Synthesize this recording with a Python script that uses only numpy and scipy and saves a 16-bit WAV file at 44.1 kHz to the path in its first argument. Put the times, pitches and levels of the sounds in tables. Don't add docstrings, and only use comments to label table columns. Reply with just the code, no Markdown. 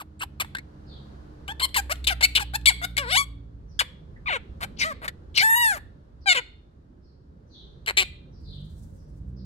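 import sys
import numpy as np
from scipy import signal
from scipy.fft import rfft, irfft
from scipy.io import wavfile
from scipy.ndimage import uniform_filter1d

SR = 44100
rng = np.random.default_rng(int(sys.argv[2]) if len(sys.argv) > 2 else 0)


def dump(signal):
    limited = np.clip(np.atleast_2d(signal).T, -1, 1)
    pcm = np.round(limited * 32767).astype(np.int16)
    wavfile.write(sys.argv[1], SR, pcm)


def to_linear_factor(level_db):
    exponent = np.asarray(level_db, float) / 20
    return 10 ** exponent


N = 416744

# t/s, rumble level/dB, distant roar level/dB
STREET = [(0, -51, -67), (1.1, -47.5, -56), (2.102, -45, -62), (3.5, -48.5, -67), (4.7, -41.5, -60.5),
          (6.6, -50.5, -68.5), (7.2, -49.5, -70.5), (7.7, -45.5, -66), (9.5, -44, -67.5)]
# f/Hz, level/dB per Hz
RUMBLE = [(12, -53.5), (20, -30.5), (70, 3), (92, -12), (129, -9), (600, -28), (780, -60), (1320, -120)]
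ROAR = [(180, -18), (400, -22.5), (700, -27), (1600, -34.5), (2300, -46.5), (4300, -47), (16000, -71)]
# f/Hz, left-right correlation
LIKENESS = [(60, 0.91), (290, 0.93), (640, -0.5), (1400, -0.37), (3100, 0)]
# t/s, firing f/Hz, level/dB, tilt/dB per order
PASSING = [(0, 68.5, -54.5, -3), (1.1, 68.78, -47.5, -4), (1.4, 68.8, -48, -15), (2.1, 62.74, -36, -17.5),
           (2.7, 59.7, -38.5, -6), (3.3, 56.8, -40.5, -7), (3.8, 52.97, -52.5, -3.5),
           (4.8, 50.55, -82.5, 9)]
REVVING = [(8.4, 47.96, -61.5, 2), (8.6, 48.08, -44, 1), (8.7, 54.01, -56, 3), (8.95, 54.64, -68.5, 5.5),
           (9.05, 49.23, -51.5, 0), (9.17, 50.93, -51, -0.5), (9.27, 61.4, -45.5, -1),
           (9.6, 63.7, -43.5, -1.5)]
HUM = [(0, 308, -61, -30), (1.7, 299.5, -58.5, -30.5), (3.4, 280.8, -58, -30.5), (3.9, 279, -75, -30)]
RISING = [(0, 77.65, -50, -30), (.9, 94.3, -53, -30), (1.2, 97, -70, -30)]

# f/Hz, level/dB
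THROAT = [(700, -4.5), (2200, 0), (3300, -3.5), (4300, -2.5), (6000, -14), (7800, -3.5), (9800, -9.5),
          (12000, -2), (15500, -22.5)]
# t/s, lead of the left port/samples, left-right level/dB
HEAD = [(0, 10.26, 3.5), (1.5, 11.44, 10.5), (3.2, 12.54, 12.5), (4.3, 14.46, 9.5), (5.4, 13.55, 10.5),
        (6.3, 12.96, 8.5), (8, 11, 7.5)]
# f/Hz, t60/s
WALL = [(500, 0.38), (2500, 0.42), (3800, 0.52), (5500, 0.3), (12000, 0.26)]
# f/Hz, level/dB
BRICK = [(1000, -2), (4300, -0.5), (5300, -6.5), (8000, -1)]
BEND = 0.02

# t/s, length/s, peak effort level/dB, first f/Hz, last f/Hz
CLICKS = [(.445, 0.0055, -47, 910, 930), (.549, 0.0054, -26, 1630, 1640), (.568, .006, -34, 1940, 2050),
          (.584, 0.005, -30.5, 2000, 2050), (1.69, .006, -42, 3512, 3400), (1.955, .006, -40.5, 3489, 3400),
          (2.612, .005, -48, 3500, 3400), (2.042, 0.016, -29, 3913, 3890), (5.079, .017, -24, 1880, 1815),
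          (7.861, 0.0078, -32, 2924, 2956)]
RASPS = [(1.478, 0.0081, -29.5, 1308, 1200), (1.596, 0.019, -28.5, 1900, 1015),
         (1.743, 0.023, -24.5, 2290, 1423), (2.069, 0.035, -16.5, 4265, 1937),
         (2.208, 0.016, -27.5, 943, 830), (2.351, 0.034, -15.5, 3857, 2230),
         (2.657, 0.014, -10.5, 3705, 3450), (2.967, 0.0047, -20.5, 2220, 2180),
         (2.976, 0.013, -18, 2386, 1542), (5.373, .014, -15.5, 4300, 2200)]
HISSES = [(4.785, 0.059, -21.5, 2694, 2014), (5.343, .075, -18, 3310, 2080)]
PIPS = [(.554, 0.0178, -47, 1423, 1960), (.585, 0.0088, -45.5, 1970, 2198)]
GRATES = [(7.872, 0.0402, -23, 245.4, 195.3), (7.969, 0.0638, -12.5, 392.7, 368.2)]
CROAKS = [(4.605, .045, -30.5, 560, 792), (5.015, 0.053, -38.5, 700, 545), (.205, .024, -30, 1050, 1600)]
SWELLS = [(1.895, 0.032, -25, 536, 705), (2.535, 0.026, -24.5, 728, 883), (2.815, 0.038, -29, 678, 738.3)]
ARCHES = [(1.616, 0.04, -18.5, 1010, 1019), (2.225, 0.03, -9, 680, 714.5)]
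TAILS = [(1.486, 0.0393, -42, 755, 850), (2.102, 0.031, -29, 792, 661)]
DROPS = [(0, 0.023, -41, 1475, 710), (.226, 0.013, -30.5, 1430, 780), (.399, 0.025, -23.5, 1312, 631)]
SAGS = [(1.76, 0.042, -20.5, 1150, 800)]
GRATE_ROUGH = (.45, .34, .45)
# its syllables, then rise and fall of effort, pitch arch,
# roughness at (start, peak, end), beak and chest level/dB, chest filling as effort drops
KINDS = [ (CLICKS, dict(rise_s=0.0011, rise_share=0, rise_db=3, fall_db_per_s=1200, close_db=2, arch=0, rough=(0.27, 0.87, 0.71),
         beak_db=-8, chest_db=3, fill=0.33)),
         (PIPS, dict(rise_s=0.0028, rise_share=0, rise_db=0, fall_db_per_s=102, close_db=-12, arch=0, rough=(0.26, 0.38, 0.3),
         beak_db=-12, chest_db=6, fill=0.088)),
         (RASPS, dict(rise_s=0.0045, rise_share=0.15, rise_db=1, fall_db_per_s=348, close_db=1, arch=0, rough=(0.96, .85, 0.53),
         beak_db=-8.5, chest_db=-5, fill=0.37)),
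         (GRATES, dict(rise_s=0.008, rise_share=0.12, rise_db=3, fall_db_per_s=253, close_db=3.5, arch=0, rough=GRATE_ROUGH, beak_db=-8.5, chest_db=-5, fill=0.9)),
         (HISSES, dict(rise_s=0, rise_share=0.51, rise_db=26.5, fall_db_per_s=59, close_db=-1.5, arch=0, rough=(.8, 0.82, .7),
         beak_db=-13.5, chest_db=-1.5, fill=0.35)),
         (CROAKS, dict(rise_s=0, rise_share=0.66, rise_db=22, fall_db_per_s=104, close_db=8.5, arch=0, rough=(0.96, 0.76, 0.88),
         beak_db=-5.5, chest_db=-3.5, fill=0.55)),
         (SWELLS, dict(rise_s=0, rise_share=0.76, rise_db=19.5, fall_db_per_s=3.5, close_db=-3, arch=0, rough=(0.53, 0.26, 0.49),
         beak_db=-0.5, chest_db=2, fill=0.52)),
         (ARCHES, dict(rise_s=0, rise_share=0.47, rise_db=14.5, fall_db_per_s=-5, close_db=4.5, arch=.06, rough=(0.43, .15, 0.5),
         beak_db=-2.5, chest_db=-1, fill=0.93)),
         (TAILS, dict(rise_s=0.0047, rise_share=0, rise_db=6.5, fall_db_per_s=198, close_db=-1.4, arch=0.042, rough=(0.29, 0.42, 0.19),
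         beak_db=-1.5, chest_db=2.5, fill=0.61)),
         (SAGS, dict(rise_s=.008, rise_share=0, rise_db=12, fall_db_per_s=200, close_db=5.5, arch=-.12, rough=(.55, 0.35, 0.28),
         beak_db=2, chest_db=3, fill=.7)),
         (DROPS, dict(rise_s=0.0096, rise_share=0, rise_db=6, fall_db_per_s=602, close_db=-1.5, arch=0.1214, rough=(0.7, 0.51, 0.68),
         beak_db=-1.5, chest_db=-4, fill=0.46)), ]
CHEST_PER_OCTAVE_DB, CHEST_HZ = 18, 1500
EASY_DB, CHEST_TOP_DB = -25, 15.5

# t/s, effort level/dB, f/Hz, throat hollow level/dB
SQUEAL = [(2.67, -9, 1123, -24), (2.69, -7.5, 1123, -16), (2.71, -34, 750, 4), (2.73, -44, 696, -9.5)]
SCOOP = [(2.986, -23, 577, -8), (3.02, -39, 553, 10), (3.06, -47, 445, 13), (3.096, -34, 518, 3),
         (3.128, -18, 731, -8.5), (3.148, -19, 737, -2), (3.18, -13.5, 1135, -8), (3.215, -26.5, 1122, 4.5),
         (3.245, -38.5, 1097, -7.5)]
BARK = [(3.791, -20, 1608, -3.5), (3.798, -13.5, 1733, -7), (3.818, -25, 489, 0), (3.845, -69, 487, -21)]
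GROAN = [(6.345, -33, 550, -4.5), (6.353, -25.5, 546.3, -3), (6.378, -20, 507.5, -4),
         (6.397, -31, 478, 7.5)]
SLIDE = [(4.258, -46, 1195, 9), (4.275, -25, 1215, -2), (4.3, -28.5, 807.3, 3.5), (4.335, -25.5, 586.6, -1),
         (4.372, -33, 448.5, 6)]
WHISTLE = [(5.408, -30.5, 739, 0.5), (5.422, -17, 738, -6), (5.436, -29, 870, 14.5),
           (5.5, -35.5, 908, 18.5), (5.537, -34.5, 904, 20.5), (5.565, -27, 957.6, 7),
           (5.625, -20, 955.5, 2), (5.71, -29, 834, 11), (5.785, -58, 490, 14.5)]
HOOT = [(6.258, -45, 818, 13), (6.275, -18, 790, -1), (6.3, -9.5, 728, -10.5), (6.33, -15.5, 702, -9.5),
        (6.345, -49.5, 690, -13.5)]
MUTTER = [(4.842, -33, 573, 4.2), (4.862, -37.5, 630, 11.3), (4.89, -47, 660, 16.2), (4.928, -50, 536, 20)]
SLUMP = [(2.395, -34.5, 1653, 7.4), (2.408, -33, 850, 5), (2.432, -36.5, 795, 8.7)]
# call, roughness inside, at the start, at the end,
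# beak level/dB, beak change by the end/dB, beak share of the hollow
CALLS_SUNG = [
    (SQUEAL, 0.091, 0.31, 0.7, -3.5, -3.5, .01),
    (SCOOP, 0.14, 0.48, 0.11, -6.5, 1.97, .01),
    (BARK, 0.36, 0.24, 0.82, -7.5, -1.04, 0.0091),
    (SLIDE, 0.43, 0.37, .32, -33, 20.5, .01),
    (WHISTLE, 0.006, 0.51, 2.2, -2.5, -2.5, 0.78),
    (HOOT, .04, 0.1676, 0.98, -14.5, 4, .01),
    (MUTTER, .14, .5, .3, -3, 5, .01),
    (GROAN, 0.14, 1.8, 0.6, -12.5, 0.92, 0.012),
    (SLUMP, .2, 0.46, 0.34, -2.5, 1.5, .01),
]
EDGE_S = 0.016

# t/s, length/s, level/dB, first f/Hz, last f/Hz
SCREAMS = [(0.191, 0.022, -42, 8400, 8500), (.192, .018, -49, 3600, 3000), (4.765, 0.029, -47, 4000, 3600),
           (2.073, 0.048, -22, 4328, 1787), (2.35, 0.05, -17, 4400, 1500), (4.783, 0.07, -24.5, 5600, 4303),
           (5.349, 0.093, -17.5, 5000, 4100), (5.406, .035, -40, 10730, 10400),
           (5.63, 0.071, -28.5, 8800, 8300)]
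SCREAM_WIDTH_HZ = 1300
# t/s, length/s, first f/Hz, last f/Hz, lift level/dB
RINGS = [(.0, 0.025, 1300, 750, 5), (.226, 0.013, 1400, 800, 9.5), (.552, .045, 1610, 2000, 6.5),
         (1.484, 0.033, 2970, 3400, 22), (1.62, .04, 3230, 3150, 5.5), (1.62, .04, 4306, 4200, 5),
         (1.755, 0.025, 4800, 3880, 12), (1.77, 0.023, 1800, 1610, 1), (2.228, 0.026, 2120, 2170, 5),
         (2.251, .012, 2650, 2600, 10), (2.352, 0.011, 2600, 2600, 5), (.4, 0.025, 4200, 2620, 7.5),
         (.208, 0.027, 2500, 3230, 9.5), (2.228, 0.026, 4300, 4300, 8.5), (2.535, .03, 3900, 4140, 4),
         (2.67, .035, 2300, 2090, 7), (2.82, .035, 3500, 3800, 9.5), (3.1, 0.058, 3200, 3800, 6.5),
         (3.15, 0.037, 3300, 4200, 3.5), (4.262, 0.027, 2300, 2200, 9), (4.29, 0.065, 2500, 2000, 6),
         (4.8, .045, 2303, 2000, 2), (5.08, 0.022, 2000, 2005, 5.5), (5.345, 0.063, 3300, 2600, 3),
         (5.363, 0.024, 4300, 4170, 12), (5.372, 0.057, 2150, 2150, 9), (5.6, .1, 3860, 3494, 1.5),
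         (5.425, 0.13, 1720, 1900, 9), (5.585, 0.15, 1930, 1640, 9), (4.845, .08, 1260, 1150, 3),
         (6.265, 0.077, 2400, 2150, 2.5), (6.29, 0.043, 7400, 7100, 9.5), (6.368, .03, 2100, 2000, 4.5),
         (6.368, 0.029, 3150, 3000, 7.5), (6.36, .035, 7100, 6660, 13), (7.872, 0.048, 2200, 2140, 3.5),
         (7.872, 0.039, 4160, 4160, 11.5), (7.98, 0.042, 2500, 2700, 9), (7.972, 0.062, 4260, 4300, 9),
         (7.972, .03, 7200, 7200, 7.5)]
# t/s, length/s, first f/Hz, last f/Hz, lift level/dB
GAPS = [(.0, 0.025, 2300, 1800, -3), (0.5, .025, 5800, 5800, -11), (1.6, 0.058, 1940, 1800, -6),
        (1.6, .06, 6000, 6300, -13), (2, 0.017, 1000, 601.7, -9), (2.095, .045, 7500, 7500, -12),
        (2.5, 0.017, 1300, 1396, -5.5), (2, 0.05, 1096, 698, -17.5), (2.5, .04, 7004, 7007, -9.5),
        (2.5, 0.041, 5785, 5800, -4.5), (3.0, 0.15, 6500, 6600, -13), (4.26, 0.11, 5096, 4900, -9.5),
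        (4.5, 0.039, 2200, 1000, -9), (5.5, 0.057, 1200, 890, -9.5), (5.5, .12, 5210, 5620, -12),
        (6, 0.13, 5630, 5200, -6), (5.5, .065, 5000, 4520, -8), (6, .06, 6950, 6200, -11),
        (5.44, 0.1, 3689, 3930, 1.5), (2.4, .035, 1700, 1600, -5), (1.9, 0.024, 1500, 1702.5, -1),
        (2.5, 0.031, 8190, 8020, 6), (2.657, .04, 8310, 7970, 6), (8.5, 0.061, 5240, 5220, 3.5),
        (4.5, 0.058, 6760, 6583, 10.5), (4, .115, 9450, 9540, -12.5), (5, .04, 6000, 6014, -15),
        (4.5, .02, 6000, 6020, -12), (3, 0.084, 4720, 5200, -4.5), (7, .085, 9600, 8500, -2),
        (6, 0.061, 1500, 1300, -5), (6.5, 0.042, 1100, 1000, -6), (6, .05, 5330, 5300, -9),
        (8, 0.074, 1700, 1300, -4)]
RING_WIDTH_HZ, GAP_WIDTH_HZ, TONGUE_S = 260, 670, 0.0035

# t/s, length/s, first f/Hz, last f/Hz,
# level/dB
SPARROWS = [(0.855, 0.12, 4730, 2845, -59.5), (3.67, 0.079, 6050, 4420, -72.5),
            (6.201, 0.051, 5440, 4190, -68.5), (4.157, 0.011, 1703, 1810, -54.5),
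            (7.007, 0.096, 5380, 3850, -77.5), (7.451, 0.14, 6090, 5030, -79),
            (7.49, 0.15, 4460, 2987, -58), (8.309, 0.081, 5570, 4460, -73),
            (8.421, 0.18, 4673, 2980, -57.5), (8.97, .04, 5500, 5100, -76), (9.356, 0.045, 5520, 3980, -67)]
# t/s, level/dB
RUSTLE = [(8.402, -86), (8.68, -84), (8.75, -73.5), (9, -77), (9.03, -87), (9.34, -89.5)]


def evened(x):
    return x / np.sqrt(np.mean(x ** 2) + 1e-20)


def steadied(x):
    return x / np.sqrt(abs(uniform_filter1d(x ** 2, size=260)) + 1e-9)


def read(points, hz):
    f, value = np.transpose(points)
    return np.interp(np.log(hz + 1), np.log(f + 1), value)


def curves(rows):
    s, *columns = np.transpose(rows)
    t = np.arange(s[0], min(s[-1], N / SR), 1 / SR)
    return [np.interp(t, s, c) for c in columns]


def add(mix, s, sound):
    part = mix[..., round(s * SR):][..., :sound.shape[-1]]
    part += sound[..., :part.shape[-1]]


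def wobble(n, size):
    noise = rng.standard_normal(n + 2 * size)
    smooth = uniform_filter1d(uniform_filter1d(noise, size), size)
    return evened(smooth)[size:-size]


def echoes(x, t60, start_s):
    taps = np.zeros((2, SR))
    grid = np.arange(round(start_s * SR), SR - 20, 20)
    at = grid + rng.integers(0, 20, (2, len(grid)))
    np.put_along_axis(taps, at, rng.choice([-1., 1.], (2, len(grid))), 1)
    hz, t, z = signal.stft(taps, SR, nperseg=256)
    decay = to_linear_factor(-60 * t / read(t60, hz)[:, None])
    tail = signal.istft(z * decay, SR, nperseg=256)[1]
    tail = tail[:, :round(1.2 * max(s for _, s in t60) * SR)]
    return signal.oaconvolve(x[None], tail / np.linalg.norm(tail[0]), axes=1)[:, :N]


def street_noise(spectrum, column, patchy_db, count):
    frames, hz = N // 512 + 5, np.fft.rfftfreq(2048, 1 / SR)[:count]
    a, b, c, d, patches = rng.standard_normal((frames, count, 5)).T
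    patches = uniform_filter1d(patches, size=4, axis=0)
    patches = evened(uniform_filter1d(patches, size=12, axis=1))
    same = np.clip(read(LIKENESS, hz), -1, 1)[:, None]
    left = a + 1j * b
    right = same * left + np.sqrt(1 - same ** 2) * (c + 1j * d)
    z = np.array([left, right]) * to_linear_factor(read(spectrum, hz)[:, None] + patchy_db * patches)
    z = np.pad(z, ((0, 0), (0, 1025 - count), (0, 0)))
    noise = signal.istft(z, nperseg=2048, noverlap=1536)[1][:, :N]
    table = np.transpose(STREET)
    level_db = np.interp(np.arange(N) / SR, table[0], table[column])
    return to_linear_factor(level_db) * evened(noise)


def engine(rows):
    out = np.zeros(N)
    hz, level_db, tilt_db = curves(rows)
    turns = np.cumsum(hz * (1 + 0.0048 * wobble(len(hz), size=2000))) / SR
    for order in (1, 2, 3, 4):
        db = level_db + tilt_db * (order - 1) - 9 * (order > 3)
        waver_db = 1.9 * wobble(len(hz), size=3000)
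        tone = np.sqrt(2) * np.sin(2 * np.pi * order * turns)
        add(out, rows[0][0], to_linear_factor(db + waver_db) * tone * np.minimum(turns / 4, 1))
    return out


def syllable(start, length, peak_db, first_hz, last_hz, rise_s, rise_share, rise_db, fall_db_per_s,
             close_db, arch, rough, beak_db, chest_db, fill):
    t = np.linspace(0, length, num=16)
    top = min(rise_s + rise_share * length, .9 * length)
    after = np.maximum(t - top, 0)
    effort_db = peak_db - rise_db * np.maximum(1 - t / (top + 1e-6), 0)
    effort_db -= fall_db_per_s * after + close_db * (after / (length - top)) ** 2
    glide = first_hz * (last_hz / first_hz) ** (t / length)
    hz = glide * (1 + arch * np.sin(np.pi * t / length))
    chest = np.minimum(fill * (EASY_DB - effort_db), CHEST_TOP_DB)
    chest -= CHEST_PER_OCTAVE_DB * np.maximum(np.log2(hz / CHEST_HZ), 0)
    rough = np.interp(t, [0, top, length], rough)
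    return np.transpose([start + t, effort_db, hz, rough, chest_db + chest, beak_db + 0 * t])


def voiced(drive, effort_db, chest_db, beak_db, low_hz):
    hz = np.fft.rfftfreq(len(drive), 1 / SR)
    z = rfft(drive) * to_linear_factor(read(THROAT, hz)) / (1 + (low_hz / (hz + 1)) ** 8)
    shut_db = np.minimum(np.average(beak_db, weights=to_linear_factor(effort_db)), 0)
    z *= to_linear_factor(0.95 * shut_db * np.maximum(hz - 8000, 0) / 4000)
    low = 1 / (1 + (hz / 2000) ** 12)
    high = 1 / (1 + (5000 / (hz + 1)) ** 12)
    bands = (low, chest_db), (1 - low - high, 0), (high, beak_db)
    out = sum(to_linear_factor(effort_db + db) * steadied(irfft(z * band, len(drive))) for band, db in bands)
    edge = np.arange(len(out))
    return out * np.minimum(1, np.minimum(edge / 40, edge[::-1] / 400) ** 2)


def note(rows):
    effort_db, hz, rough, chest_db, beak_db = (np.pad(c, (0, 300), "edge") for c in curves(rows))
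    rough = np.clip(rough, 0, 1)
    n = len(hz)
    drift = .004 * wobble(n, size=500)
    hz = uniform_filter1d(hz, size=120) * (1 + drift)
    jitter = (.004 + 0.11 * rough ** 1.2) * wobble(n, size=max(36, round(SR / hz.mean())))
    turns = np.cumsum(hz * (1 + jitter)) / SR
    beats = 0
    for k in range(1, min(40, int(16000 / hz.min()) + 1)):
        patchy_db = 4.5 * wobble(n, size=1500) * np.tanh(k / 8)
        drowned_db = -90 * rough * np.clip(k * hz - 2500, 0, 6000) / 10000 - 1.2 * max(k - 9, 0)
        partial = np.cos(2 * np.pi * (k * turns + .16 * rng.random()))
        beats = beats + to_linear_factor(patchy_db + drowned_db) * partial * (k * hz < 16000)
    puffs = (0.25 + np.exp(-(turns % 1) / 0.55)) * rng.standard_normal(n)
    puffs -= (1 - rough) * uniform_filter1d(puffs, size=9)
    air = .012 + .75 * rough
    drive = (1 - air) * steadied(beats) + air * evened(puffs)
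    creak = np.cumsum(290 * (1 + .2 * drift / drift.std())) / SR % 1
    limp_db = 3.5 * (hz < 420) * np.cos(np.pi * turns)
    burst_db = limp_db + 2.6 * rough * wobble(n, size=24) + 15 * rough ** 2 * (0.5672 - creak)
    low_hz = np.clip(0.87 * hz.min(), 310, 520)
    return to_linear_factor(burst_db) * voiced(drive, effort_db, chest_db, beak_db, low_hz)


def tongue(start, sound):
    hz, t, z = signal.stft(sound, SR, nperseg=256, noverlap=192)
    lift_db = 0
    for table, width_hz in ((RINGS, RING_WIDTH_HZ), (GAPS, GAP_WIDTH_HZ)):
        for s, length, first_hz, last_hz, db in table:
            if start - length < s < start + t[-1]:
                late = t + start - s
                held = np.clip(np.minimum(late, length - late) / TONGUE_S + 1, 0, 1)
                centre = first_hz + (last_hz - first_hz) * np.clip(late / length, 0, 1)
                lift_db = lift_db + db * held * np.exp(-((hz[:, None] - centre) / width_hz) ** 2)
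    tuned = z * to_linear_factor(lift_db)
    tuned *= np.linalg.norm(z, axis=0) / (np.linalg.norm(tuned, axis=0) + 1e-12)
    shaped = signal.istft(tuned, SR, nperseg=256, noverlap=192)[1][:len(sound)]
    return signal.sosfilt(signal.butter(3, 260, "high", fs=SR, output="sos"), shaped)


def scream(start, length, db, first_hz, last_hz):
    u = np.linspace(0, 1, round(length * SR))
    size = round(.5 * SR / SCREAM_WIDTH_HZ)
    phase = 2 * np.pi * np.cumsum(first_hz + (last_hz - first_hz) * u) / SR
    air = wobble(len(u), size) * np.cos(phase) + wobble(len(u), size) * np.sin(phase)
    grit = to_linear_factor(db + 3.0 * wobble(len(u), size=60))
    return start, grit * air * np.sin(np.pi * u ** 0.75) ** 2


def call(rows, clear, rough_start, rough_end, beak_db, opening_db, share):
    s = np.linspace(rows[0][0], rows[-1][0], num=80)
    times, *columns = np.transpose(rows)
    effort_db, hz, hollow_db = (np.interp(s, times, c) for c in columns)
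    rough = clear + (rough_start - clear) * np.exp(-2 * (s - s[0]) / EDGE_S)
    rough += (rough_end - clear) * np.exp((s - s[-1]) / EDGE_S)
    beak = beak_db + opening_db * (s - s[0]) / (s[-1] - s[0]) + share * hollow_db
    return np.transpose([s, effort_db, hz, rough, hollow_db, beak])


def parrot():
    dry, ports = np.zeros(N), np.zeros((2, N))
    s, lead, pan_db = np.transpose(HEAD)
    sung = [syllable(*row, **rule) for table, rule in KINDS for row in table]
    sung += [call(*row) for row in CALLS_SUNG]
    sounds = [(rows[0][0], note(rows)) for rows in sung]
    sounds += [scream(*row) for row in SCREAMS]
    for start, sound in sounds:
        sound = tongue(start, np.pad(sound, (0, 64)))
        hz = np.fft.rfftfreq(len(sound), 1 / SR)
        delay_s = np.interp(start, s, lead) * (1 + BEND / (1 + (hz / 2500) ** 2)) / SR
        late = np.exp(-2j * np.pi * hz * delay_s)
        shadow = to_linear_factor(-np.interp(start, s, pan_db) * np.clip(hz / 5600, .3, .95))
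        right = irfft(rfft(sound) * late * shadow, len(sound))
        add(ports, start, np.array([sound, right]))
        add(dry, start, sound)
    scattered = dry * (.45 + .8 * wobble(N, size=220))
    scattered = irfft(rfft(scattered) * to_linear_factor(read(BRICK, np.fft.rfftfreq(N, 1 / SR))), N)
    near = to_linear_factor(-12) * echoes(dry, [(500, .055), (12000, .04)], .001)
    return to_linear_factor(-1) * (ports + near) + to_linear_factor(-24.5) * echoes(scattered, WALL, 0.0089)


def sparrows():
    dry = np.zeros(N)
    for s, length, start_hz, end_hz, db in SPARROWS:
        u = np.linspace(0, 1, round(length * SR))
        hz = (start_hz + (end_hz - start_hz) * u) * (1 + .07 * wobble(len(u), size=100))
        add(dry, s, to_linear_factor(db) * np.sin(2 * np.pi * np.cumsum(hz) / SR) * np.sin(np.pi * u))
    return to_linear_factor(13) * echoes(dry, [(2000, 0.18), (6000, 0.86)], 0.00067)


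def rustle():
    out, level_db = np.zeros((2, N)), curves(RUSTLE)[0]
    n = len(level_db)
    grains = rng.standard_normal((2, n)) * to_linear_factor(3.3 * wobble(n, size=900))
    colour_db = [(2500, -28.5), (5000, -7), (8000, -3.5), (12000, -11), (16000, -13.5)]
    colour = to_linear_factor(read(colour_db, np.fft.rfftfreq(n, 1 / SR)))
    add(out, RUSTLE[0][0], to_linear_factor(level_db + 8) * evened(irfft(rfft(grains) * colour, n)))
    return out


def scene():
    rumble = street_noise(RUMBLE, column=1, patchy_db=2.5, count=70)
    rumble = rumble + sum(engine(rows) for rows in (PASSING, REVVING, HUM, RISING))
    rumble = rumble * to_linear_factor([[-1.2], [1.2]])
    roar = to_linear_factor(7.5) * street_noise(ROAR, column=2, patchy_db=0.7, count=760)
    return rumble + roar + parrot() + sparrows() + rustle()


def top_cut(x):
    return signal.sosfilt(signal.butter(12, 16790, fs=SR, output="sos"), x)


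def record(dry):
    limited = np.tanh(dry / 1.073)
    edge = signal.firwin(255, 16200, fs=SR)[None]
    mix = signal.oaconvolve(limited, edge, "same")
    return top_cut(mix)


dry = scene()
out = record(dry)
dump(out)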